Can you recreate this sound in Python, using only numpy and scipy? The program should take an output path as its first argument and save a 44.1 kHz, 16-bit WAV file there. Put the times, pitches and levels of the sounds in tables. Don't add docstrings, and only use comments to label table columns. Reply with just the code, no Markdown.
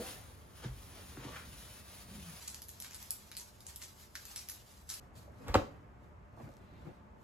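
import sys
import numpy as np
from scipy import signal
from scipy.fft import rfft, irfft, next_fast_len
from scipy.io import wavfile

SR = 44100
rng = np.random.default_rng(int(sys.argv[2]) if len(sys.argv) > 2 else 0)


def waveform_to_disk(signal):
    frames = np.transpose(np.atleast_2d(signal))
    scaled = np.clip(frames, -1, 1) * 32767
    samples = np.round(scaled).astype(np.int16)
    wavfile.write(sys.argv[1], SR, samples)


N = 318843
TIME = np.arange(N) / SR
SLOW = TIME[::40]
HANGER_START_S, HANGER_END_S = 2.4, 4.999


def amp(db):
    return 10 ** (np.asarray(db) / 20)


def rms_one(x):
    return x / np.sqrt(np.mean(x ** 2) + 1e-20)


def fader(rows):
    s, db = np.transpose(rows)
    return amp(np.interp(TIME, s, db, left=-200, right=-200))


def at_hz(points, hz):
    points = np.array(points)
    return np.interp(np.log(hz + 1e-9), np.log(points[:, 0]), points[:, 1])


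def colour(x, curve):
    size = next_fast_len(N)
    hz = np.arange(size // 2 + 1) * SR / size
    gain = amp(at_hz(curve, hz)) * np.minimum(hz / curve[0][0], 1) ** 2
    return rms_one(irfft(rfft(x, size) * gain, size)[..., :N])


def drift(per_s):
    knots = rng.standard_normal(4000)
    return np.interp(TIME * per_s, np.arange(len(knots)), knots)


def grains(per_s, spread_db, clump_db):
    sizes = amp(spread_db * np.minimum(rng.exponential(1, N), 4)) * rng.choice([-1, 1], N)
    released = rng.random(N) < per_s / SR
    return rms_one(sizes * released * amp(clump_db * drift(70)))


def resonate(x, modes, detune=1):
    out = 0
    for k, (hz, width, db) in enumerate(modes):
        radius, angle = np.exp(-np.pi * width / SR), 2 * np.pi * hz * detune / SR
        ring = signal.lfilter([1, 0, -1], [1, -2 * radius * np.cos(angle), radius ** 2], x + 1e-18)
        out = out + (-1) ** k * amp(db) * (1 - radius ** 2) / 2 * ring
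    return out


def add(track, s, sound):
    start = max(round(s * SR), 0)
    track[start:start + len(sound)] += sound[:N - start]


def stroke(s, length, rise=0.48, shape=2):
    away = np.maximum((s - SLOW) / rise, (SLOW - s) / (1 - rise)) / length
    return np.exp(-np.minimum(away ** shape, 20))


def together(gains):
    return np.interp(TIME, SLOW, np.sqrt(sum(gain ** 2 for gain in gains)))


def pulses(rows):
    out = np.zeros(N)
    for s, db, hz, cycles in rows:
        half = round(2 * cycles / hz * SR) + 1
        phase = np.arange(-half, half + 1) * hz / SR
        wave = np.exp(-(2 * phase / cycles) ** 2) * np.sin(2 * np.pi * phase)
        add(out, s - half / SR, amp(db) * wave / np.abs(wave).max())
    return out


# frequency in Hz, left-right correlation.
STEREO_LIKENESS = [(60, 0.95), (250, 0.63), (500, 0.41), (900, -0.26), (2000, 0.1), (6000, 0.11)]
def stereo_noise(size):
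    mid, side = rfft(rng.standard_normal((2, next_fast_len(size, True))))
    alike = at_hz(STEREO_LIKENESS, np.linspace(0, SR / 2, len(mid)))
    return irfft(np.sqrt(1 + alike) * mid + np.sqrt(1 - alike) * side * [[1], [-1]])[:, :size]


def reverb_tail(x, t60):
    hop, size = SR // 25, SR // 3
    t, window = TIME[:size], np.sin(np.linspace(0, np.pi, 2 * hop))
    decay = rms_one(amp(-60 * t / t60) * (1 - np.exp(-t / 0.00006))) / np.sqrt(size)
    noise = rms_one(stereo_noise(N + size))
    padded, out = np.pad(x, (hop, 2 * hop)), np.zeros((2, N + 2 * size))
    for i, place in zip(range(0, N, hop), rng.integers(0, N, N // hop + 1)):
        piece = padded[i:i + 2 * hop] * window
        if np.abs(piece).max() > 1e-6:
            tail = signal.fftconvolve(piece[None], noise[:, place:place + size] * decay, axes=1)
            out[:, i:i + tail.shape[1]] += tail
    return out[:, hop:hop + N]


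# delay in seconds, level in dB.
REFLECTIONS = [(.0033, -20.5), (0.0106, -15)]
def room(x, wet_db, t60, lag_s=0, echo_db=0):
    early = x + sum(amp(db + echo_db) * np.interp(TIME - delay, TIME, x, left=0)
                    for delay, db in REFLECTIONS)
    direct = np.array([early, np.roll(early, round(lag_s * SR))])
    return (direct + amp(wet_db) * reverb_tail(x, t60)) / np.sqrt(1 + amp(2 * wet_db))


# frequency in Hz, EQ gain in dB.
ROOM_TONE_EQ = [(30, -8), (48, -3.5), (68, 4), (120, -4.5), (210, -12.5), (450, -16), (800, -18.5),
                (1150, -17.5), (1500, -22.5), (2200, -28), (4000, -44), (9000, -47.5), (15000, -60)]
# centre in Hz, width in Hz, gain in dB.
HUM_BANDS = [(205, 30, 2), (381.5, 19, -3.5), (597, 11.8, 1), (718.5, 11.7, -1.5), (878, 25, 0),
             (1143, 76, -14)]
# time in seconds, level in dB.
ROOM_TONE_FADER = [(0, -54.5), (2.38, -59), (2.42, -59.5), (4.98, -60), (5.02, -55.5), (7.23, -57.5)]
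HUM_FADER = [(0, -70), (2.4, -66), (4.98, -69.5), (5.02, -68), (7.23, -62)]
def room_hum():
    bed = fader(ROOM_TONE_FADER) * colour(stereo_noise(N), ROOM_TONE_EQ)
    hum = fader(HUM_FADER) * rms_one(resonate(stereo_noise(N), HUM_BANDS))
    return bed + hum


# centre in Hz, width in Hz, gain in dB.
BOX_MODES = [(245, 110, 0), (520, 130, 2), (760, 160, -4), (1550, 300, -14)]
def tissue_pull(drag):
    tug = amp(-42 - 300 * np.minimum(SLOW, 1))
    friction = grains(per_s=2500, spread_db=0.78, clump_db=1.2)
    return together([tug, amp(-53.5) * drag]) * rms_one(resonate(friction, BOX_MODES))


# pitch in Hz, level in dB, seconds to fade by 60 dB.
BOX_POP_TONES = [(228, -40, .15), (468, -36.5, .1)]
def box_pop():
    out, t = np.zeros(N), TIME[:SR // 2]
    for hz, db, t60 in BOX_POP_TONES:
        add(out, 0, amp(db - 60 * t / t60) * np.sin(2 * np.pi * hz * t))
    return out


# peak time in seconds, length in seconds, hiss in dB, rumble in dB.
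WIPE_STROKES = [(0.576, 0.044, -57.5, -75), (.79, 0.32, -59.5, -77), (1.044, 0.39, -57, -61.5),
                (1.39, 0.56, -58.5, -56), (1.702, 0.32, -54, -62), (1.966, 0.22, -54, -61),
                (2.184, 0.19, -55, -52), (2.347, 0.24, -51, -61)]
# frequency in Hz, EQ gain in dB.
TISSUE_EQ = [(500, -7.5), (1200, -5), (4000, -5.5), (7500, -9), (10000, -5.5), (15500, -11.5)]
# centre in Hz, width in Hz, gain in dB.
RUMBLE_MODES = [(57.7, 19, 6), (168, 61, 3.5)]
def tissue_wipe(drag, slips):
    sliding = [amp(-65.5) * (SLOW < HANGER_START_S), amp(-47) * drag]
    pressing = []
    for s, length, hiss_db, rumble_db in WIPE_STROKES:
        swell = stroke(s, length, rise=0.63, shape=2.85)
        sliding.append(amp(hiss_db) * swell)
        pressing.append(amp(rumble_db) * swell)
    paper = colour(grains(per_s=14000, spread_db=1.6, clump_db=1.95), TISSUE_EQ)
    wood = rms_one(resonate(slips, RUMBLE_MODES))
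    return together(sliding) * paper, together(pressing) * wood


# peak time in seconds, length in seconds, level in dB,
# pitch in Hz, glide in Hz per second.
HAND_JUDDERS = [(2.154, 0.094, -51, 188.8, 249), (2.29, 0.094, -48, 165.7, -330)]
def hand_judder(roughness=0.0566):
    out = 0
    for s, length, db, hz, glide in HAND_JUDDERS:
        gliding_hz = hz + glide * np.clip(TIME - s, -length, length)
        slip_hz = gliding_hz * (1 + roughness * drift(120.3))
        swell = amp(db) * together([stroke(s, length)])
        out = out + swell * np.sin(2 * np.pi * np.cumsum(slip_hz) / SR)
    return out


# pitch in Hz, gain in dB, seconds to fade by 60 dB.
TABLE_MODES = [(52.2, 0, 0.27), (127.2, 3, 0.26), (172, -4, 0.048), (215, -2, 0.18), (292, 1, 0.08),
               (378, -1, 0.1), (485, -1, 0.05), (1010, -9.5, 0.077), (1470, -7, .06)]
# start in seconds, level in dB,
# most excited pitch in Hz.
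TABLE_KNOCKS = [(0.352, -52, 60), (0.643, -42, 430), (0.652, -32.5, 135), (0.692, -34, 55),
                (1.171, -43.5, 290), (1.177, -44, 100), (1.248, -41, 270), (1.256, -43, 100),
                (1.283, -43, 490), (1.535, -49, 55), (2.123, -58, 200)]
def table_knocks(falloff_db_per_octave=12):
    out, t = np.zeros(N), TIME[:SR // 2]
    for s, db, contact_hz in TABLE_KNOCKS:
        for k, (hz, mode_db, t60) in enumerate(TABLE_MODES):
            struck_db = db + mode_db - falloff_db_per_octave * abs(np.log2(hz / contact_hz))
            envelope = (1 - np.exp(-2 * hz * t)) * amp(struck_db - 60 * t / t60)
            add(out, s, (-1) ** k * envelope * np.sin(2 * np.pi * hz * t))
    return out


# centre in Hz, width in Hz, gain in dB.
SHELL_MODES = [(980, 1800, 15.5), (1384, 820, 23), (3040, 1300, 7.5), (4200, 5900, 2.5)]
# peak time in seconds, length in seconds,
# level in dB, share of gritty shell sound from 0 to 1.
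TABLE_SCRAPES = [(0.645, 0.037, -43.5, 0.7), (0.977, 0.05, -46.5, 0.65), (1.242, 0.055, -43, 0.7),
                 (1.288, 0.045, -44.5, 0.3), (1.364, 0.065, -43.5, 0.99)]
# time in seconds, peak in dB, pitch in Hz, length in cycles.
SHELL_TAPS = [(1.1725, -36.5, 1190, 0.86), (1.247, -56, 1800, 0.68)]
def remote_scrapes(slips):
    upper_share = np.where(TIME < 1.5, 0.22, 0.58)
    lower = rms_one(resonate(slips, SHELL_MODES[:2]))
    upper = rms_one(resonate(slips, SHELL_MODES[2:]))
    shell = np.sqrt(1 - upper_share) * lower + np.sqrt(upper_share) * upper
    wood = rms_one(resonate(slips, [(hz, 0.29 * hz, db) for hz, db, _ in TABLE_MODES[2:]]))
    pushes = [(amp(db) * stroke(s, length, rise=0.55, shape=0.65), grit)
              for s, length, db, grit in TABLE_SCRAPES]
    on_shell = together(gain * np.sqrt(grit) for gain, grit in pushes)
    on_wood = together(gain * np.sqrt(1 - grit) for gain, grit in pushes)
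    return on_shell * shell + on_wood * wood + pulses(SHELL_TAPS)


def table_wiping():
    drag = amp(-76 * np.maximum(SLOW - 0.085, 0))
    slips = grains(per_s=4000, spread_db=2.5, clump_db=1.5)
    hiss, rumble = tissue_wipe(drag, slips)
    friction = hiss + tissue_pull(drag) + remote_scrapes(slips)
    airy = room(friction, wet_db=0, t60=0.25, lag_s=0.00005) * amp([[0.7], [-0.7]])
    lows = table_knocks() + rumble + hand_judder() + box_pop()
    return airy + room(lows, wet_db=-13, t60=0.19)


# start in seconds, level in dB, brightness in dB (jaw up,
# frame down), looseness from 0 to 1, ring of the struck piece in Hz, its relative level in dB.
PEG_SNAPS = [(2.4772, -59, 10.5, 0.8, 3820, -7), (2.5452, -61.5, 7.5, 0.2, 12100, 5),
             (2.6195, -64.5, 11, 0.2, 11700, 11), (2.685, -79, 10, 0.1, 11500, 23),
             (2.6897, -68, 11.5, 1, 12500, 10), (2.8017, -64, 10.5, 0.1, 11800, 12.5),
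             (2.816, -62, 9.5, 0.9, 5650, -6), (2.8459, -61, -1.5, .6, 1830, -9),
             (2.9098, -66, -1, 0.27, 2680, -20), (2.933, -70, 8.5, .1, 11100, 5),
             (2.9454, -61, 7.5, 0.72, 5630, -1), (3.0273, -67.5, 10.5, .2, 6100, 4),
             (3.1068, -60.5, 16, 0.05, 10600, 23), (3.3158, -62, 2, 0.3, 3600, -2),
             (3.352, -78, -6, 0, 5000, 16), (3.368, -59.5, 10, 0.72, 4060, 6),
             (3.398, -70.5, 12, 0.4, 6100, 14), (3.606, -72, 9, 0.2, 11200, 10.5),
             (3.6668, -73.5, 10, 0.3, 7900, 18), (3.76, -67, 14.5, 0.24, 12400, 15),
             (3.8183, -59.5, 4, 0.75, 6740, -2), (4.154, -55.5, -0.5, 0.4, 1525, 0),
             (4.253, -66, 8, 0.9, 11900, 10), (4.3603, -57, 7.5, 0.66, 5800, 2),
             (4.376, -64.5, 4, 0.7, 5900, 12), (4.4874, -58.5, 3.5, 0.67, 11000, 14),
             (4.8917, -58, 11, 0.8, 11000, 11), (4.901, -57, 6, 0.95, 6640, 2),
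             (4.9392, -61, 9, 0.6, 4840, 9)]
# centre in Hz, width in Hz, gain in dB.
FRAME_MODES = [(1270, 540, 1.5), (2130, 1200, 2.5)]
PEG_MODES = [(3040, 1400, 10), (4750, 4600, 10.4), (7440, 2400, 1.6)]
JAW_MODES = [(7900, 2000, -1.5), (10600, 2000, 0)]
def peg_clicks(contact_s=0.00035, chatter_s=0.016, chatter_per_s=860, ring_q=6):
    out, t = np.zeros(N), TIME[:SR // 12]
    for s, db, bright_db, loose, ring_hz, ring_db in PEG_SNAPS:
        crunch = rms_one(rng.choice([-1, 1], len(t)) * np.exp(-t / contact_s))
        bounces = rng.random(len(t)) < chatter_per_s / SR
        chatter = rms_one(bounces * rng.standard_normal(len(t)) * np.exp(-t / chatter_s))
        force = np.sqrt(1 - loose) * crunch + np.sqrt(loose) * chatter
        detune = np.exp(rng.normal(0, 0.02))
        piece = [(ring_hz, ring_hz / ring_q, 0)]
        parts = (FRAME_MODES, -bright_db), (PEG_MODES, 3.5), (JAW_MODES, bright_db), (piece, ring_db)
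        for modes, part_db in parts:
            struck = [(hz, width, mode_db + rng.normal(0, 1.5)) for hz, width, mode_db in modes]
            low_cut = signal.butter(2, 0.7 * modes[0][0], "high", fs=SR, output="sos")
            ring = signal.sosfilt(low_cut, resonate(force, struck, detune))
            add(out, s, amp(db + part_db) * rms_one(ring))
    high_cut = signal.butter(3, 12800, fs=SR, output="sos")
    return signal.sosfilt(high_cut, out)


# peak time in seconds, length in seconds, level in dB.
CLOTH_DRAWS = [(2.418, 0.19, -50.5), (3.055, 0.7, -55.5), (3.702, 0.073, -50.5), (3.826, 0.063, -53),
               (4.02, 0.08, -54), (4.306, 0.11, -50), (4.695, 0.37, -60.5), (4.983, .07, -55)]
# frequency in Hz, EQ gain in dB.
RATTLE_EQ = [(900, -9.5), (1500, -11), (3000, -10.5), (5000, -9), (7000, -11), (11000, -9), (13000, -17),
             (15500, -19.5)]
def hanger_rattle(sway_db=-70):
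    handled = (TIME > HANGER_START_S) & (TIME < HANGER_END_S)
    shaken = [amp(db + 4) * loose * stroke(s + 0.021, length=0.13, rise=0.27, shape=2.8)
              for s, db, _, loose, *_ in PEG_SNAPS]
    drawn = [amp(db) * stroke(s, length, rise=0.56, shape=0.91) for s, length, db in CLOTH_DRAWS]
    jostle = colour(grains(per_s=7000, spread_db=2.5, clump_db=2), RATTLE_EQ)
    return together([amp(sway_db)] + shaken + drawn) * handled * jostle


def peg_hanger():
    clicks = room(peg_clicks(), wet_db=-2.5, t60=0.25, lag_s=-0.00004)
    return clicks + room(hanger_rattle(), wet_db=5.5, t60=0.12)


# peak time in seconds, length in seconds, rub in dB,
# swish in dB.
CLOTH_SWEEPS = [(5.023, 0.078, -59, -71.5), (5.176, 0.069, -50.5, -58.5), (5.45, 0.35, -49, -67.5),
                (5.695, 0.19, -54.5, -91), (6.03, 0.091, -59.5, -77), (6.428, 0.22, -50.5, -70.5),
                (6.636, 0.31, -61.5, -82), (6.84, 0.18, -55, -73.5), (7.222, 0.11, -59, -71.5)]
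# frequency in Hz, EQ gain in dB.
RUB_EQ = [(100, 4), (450, -9.5), (1200, -18.5), (2600, -27.5), (5000, -52)]
SWISH_EQ = [(1000, -8), (2200, -7), (4000, -1), (7000, -5), (10000, -2.5), (15000, -13)]
PALM_EQ = [(1300, 0), (2200, -2), (4200, -6), (5500, -17), (12000, -30)]
# time in seconds, peak in dB, pitch in Hz, length in cycles.
LAP_PATS = [(5.279, -42, 620, 1.5), (6.375, -38, 700, 0.8), (6.4, -37, 650, 0.8), (6.492, -44, 544, 2),
            (6.835, -46, 71.4, 2.5), (6.891, -42.5, 490, 1.3)]
def cloth_handling(weave):
    rubbing, swishing = [], []
    for s, length, rub_db, swish_db in CLOTH_SWEEPS:
        swell = stroke(s, length, rise=0.35, shape=1.28)
        rubbing.append(amp(rub_db) * swell)
        swishing.append(amp(swish_db) * swell)
    rub = together(rubbing) * colour(grains(per_s=900, spread_db=3, clump_db=6.1), RUB_EQ)
    swish = together(swishing) * colour(grains(per_s=3600, spread_db=5.5, clump_db=1.9), SWISH_EQ)
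    palm = amp(-71) * together([stroke(s=6.76, length=0.46)]) * colour(weave, PALM_EQ)
    return room(rub + swish + palm + pulses(LAP_PATS), wet_db=8, t60=0.2)


# time in seconds, peak in dB.
FRILL_TICKS = [(6.491, -52), (6.518, -54), (6.5394, -50), (6.5685, -46), (6.739, -59)]
def frill_creases(hz=4200, cycles=0.34):
    return room(pulses([(s, db, hz, cycles) for s, db in FRILL_TICKS]), wet_db=-4, t60=0.2)


# time in seconds, peak in dB, pitch in Hz, length in cycles.
FOLD_PULSES = [(5.4832, -30, 3000, 0.2), (5.5035, -25, 53, 0.9), (5.5436, -15, 2000, 0.3),
               (5.5468, -21, 750, 1.5), (5.5535, -15, 700, 1.3), (5.555, -12, 1150, 1.6),
               (5.5572, -14.5, 330, 0.9), (5.5655, -23.5, 78, 1.3)]
# time in seconds, level in dB.
FLUTTER_FADER = [(5.42, -71), (5.465, -60), (5.488, -42), (5.51, -52), (5.537, -54), (5.543, -27),
                 (5.555, -29), (5.565, -36), (5.59, -58), (5.65, -89)]
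# frequency in Hz, EQ gain in dB.
FLUTTER_EQ = [(150, -2), (500, 2), (1100, 1), (2400, -6.5), (6000, -18), (15000, -29)]
# centre in Hz, width in Hz, relative gain in dB.
STANDING_WAVES = [(296, 22, 0), (506, 34, 0), (865, 50, -9)]
# centre in Hz, width in Hz, cancelling wave's gain in dB.
ROOM_NOTCHES = [(140, 70, -3), (390, 70, -7), (650, 50, -2)]
def garment_flap(weave):
    snap = pulses(FOLD_PULSES) + fader(FLUTTER_FADER) * colour(weave, FLUTTER_EQ)
    standing = amp(4) * sum(resonate(snap, [mode]) for mode in STANDING_WAVES)
    flap = room(snap + standing, wet_db=-6.5, t60=0.32, lag_s=-0.00009, echo_db=-20)
    return flap - sum(resonate(flap, [notch]) for notch in ROOM_NOTCHES)


def scene():
    background = room_hum()
    wiping = table_wiping() * (TIME < HANGER_START_S)
    unclipping = peg_hanger() * (TIME < HANGER_END_S)
    weave = grains(per_s=20000, spread_db=1.5, clump_db=0.8)
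    garment = garment_flap(weave) + cloth_handling(weave) + frill_creases()
    return background + wiping + unclipping + garment


def record(dry):
    size = next_fast_len(N, True)
    hz, spectrum = np.arange(size // 2 + 1) * SR / size, rfft(dry, size)
    shared = 0.85 * np.clip((hz - 5800) / 2800, 0, 1)
    left_treble = irfft(spectrum[0] * np.sqrt(shared), size)[:N]
    shifted = np.where(TIME < HANGER_START_S, np.roll(left_treble, -13), np.roll(left_treble, 7))
    right = irfft(spectrum[1] * np.sqrt(1 - shared), size)[:N] + shifted
    low_cut = signal.butter(3, 34, "high", fs=SR, output="sos")
    high_cut = signal.ellip(10, 0.1, 70, 15900, fs=SR, output="sos")
    return signal.sosfilt(high_cut, signal.sosfilt(low_cut, [dry[0], right]))


dry = scene()
out = record(dry)
waveform_to_disk(out)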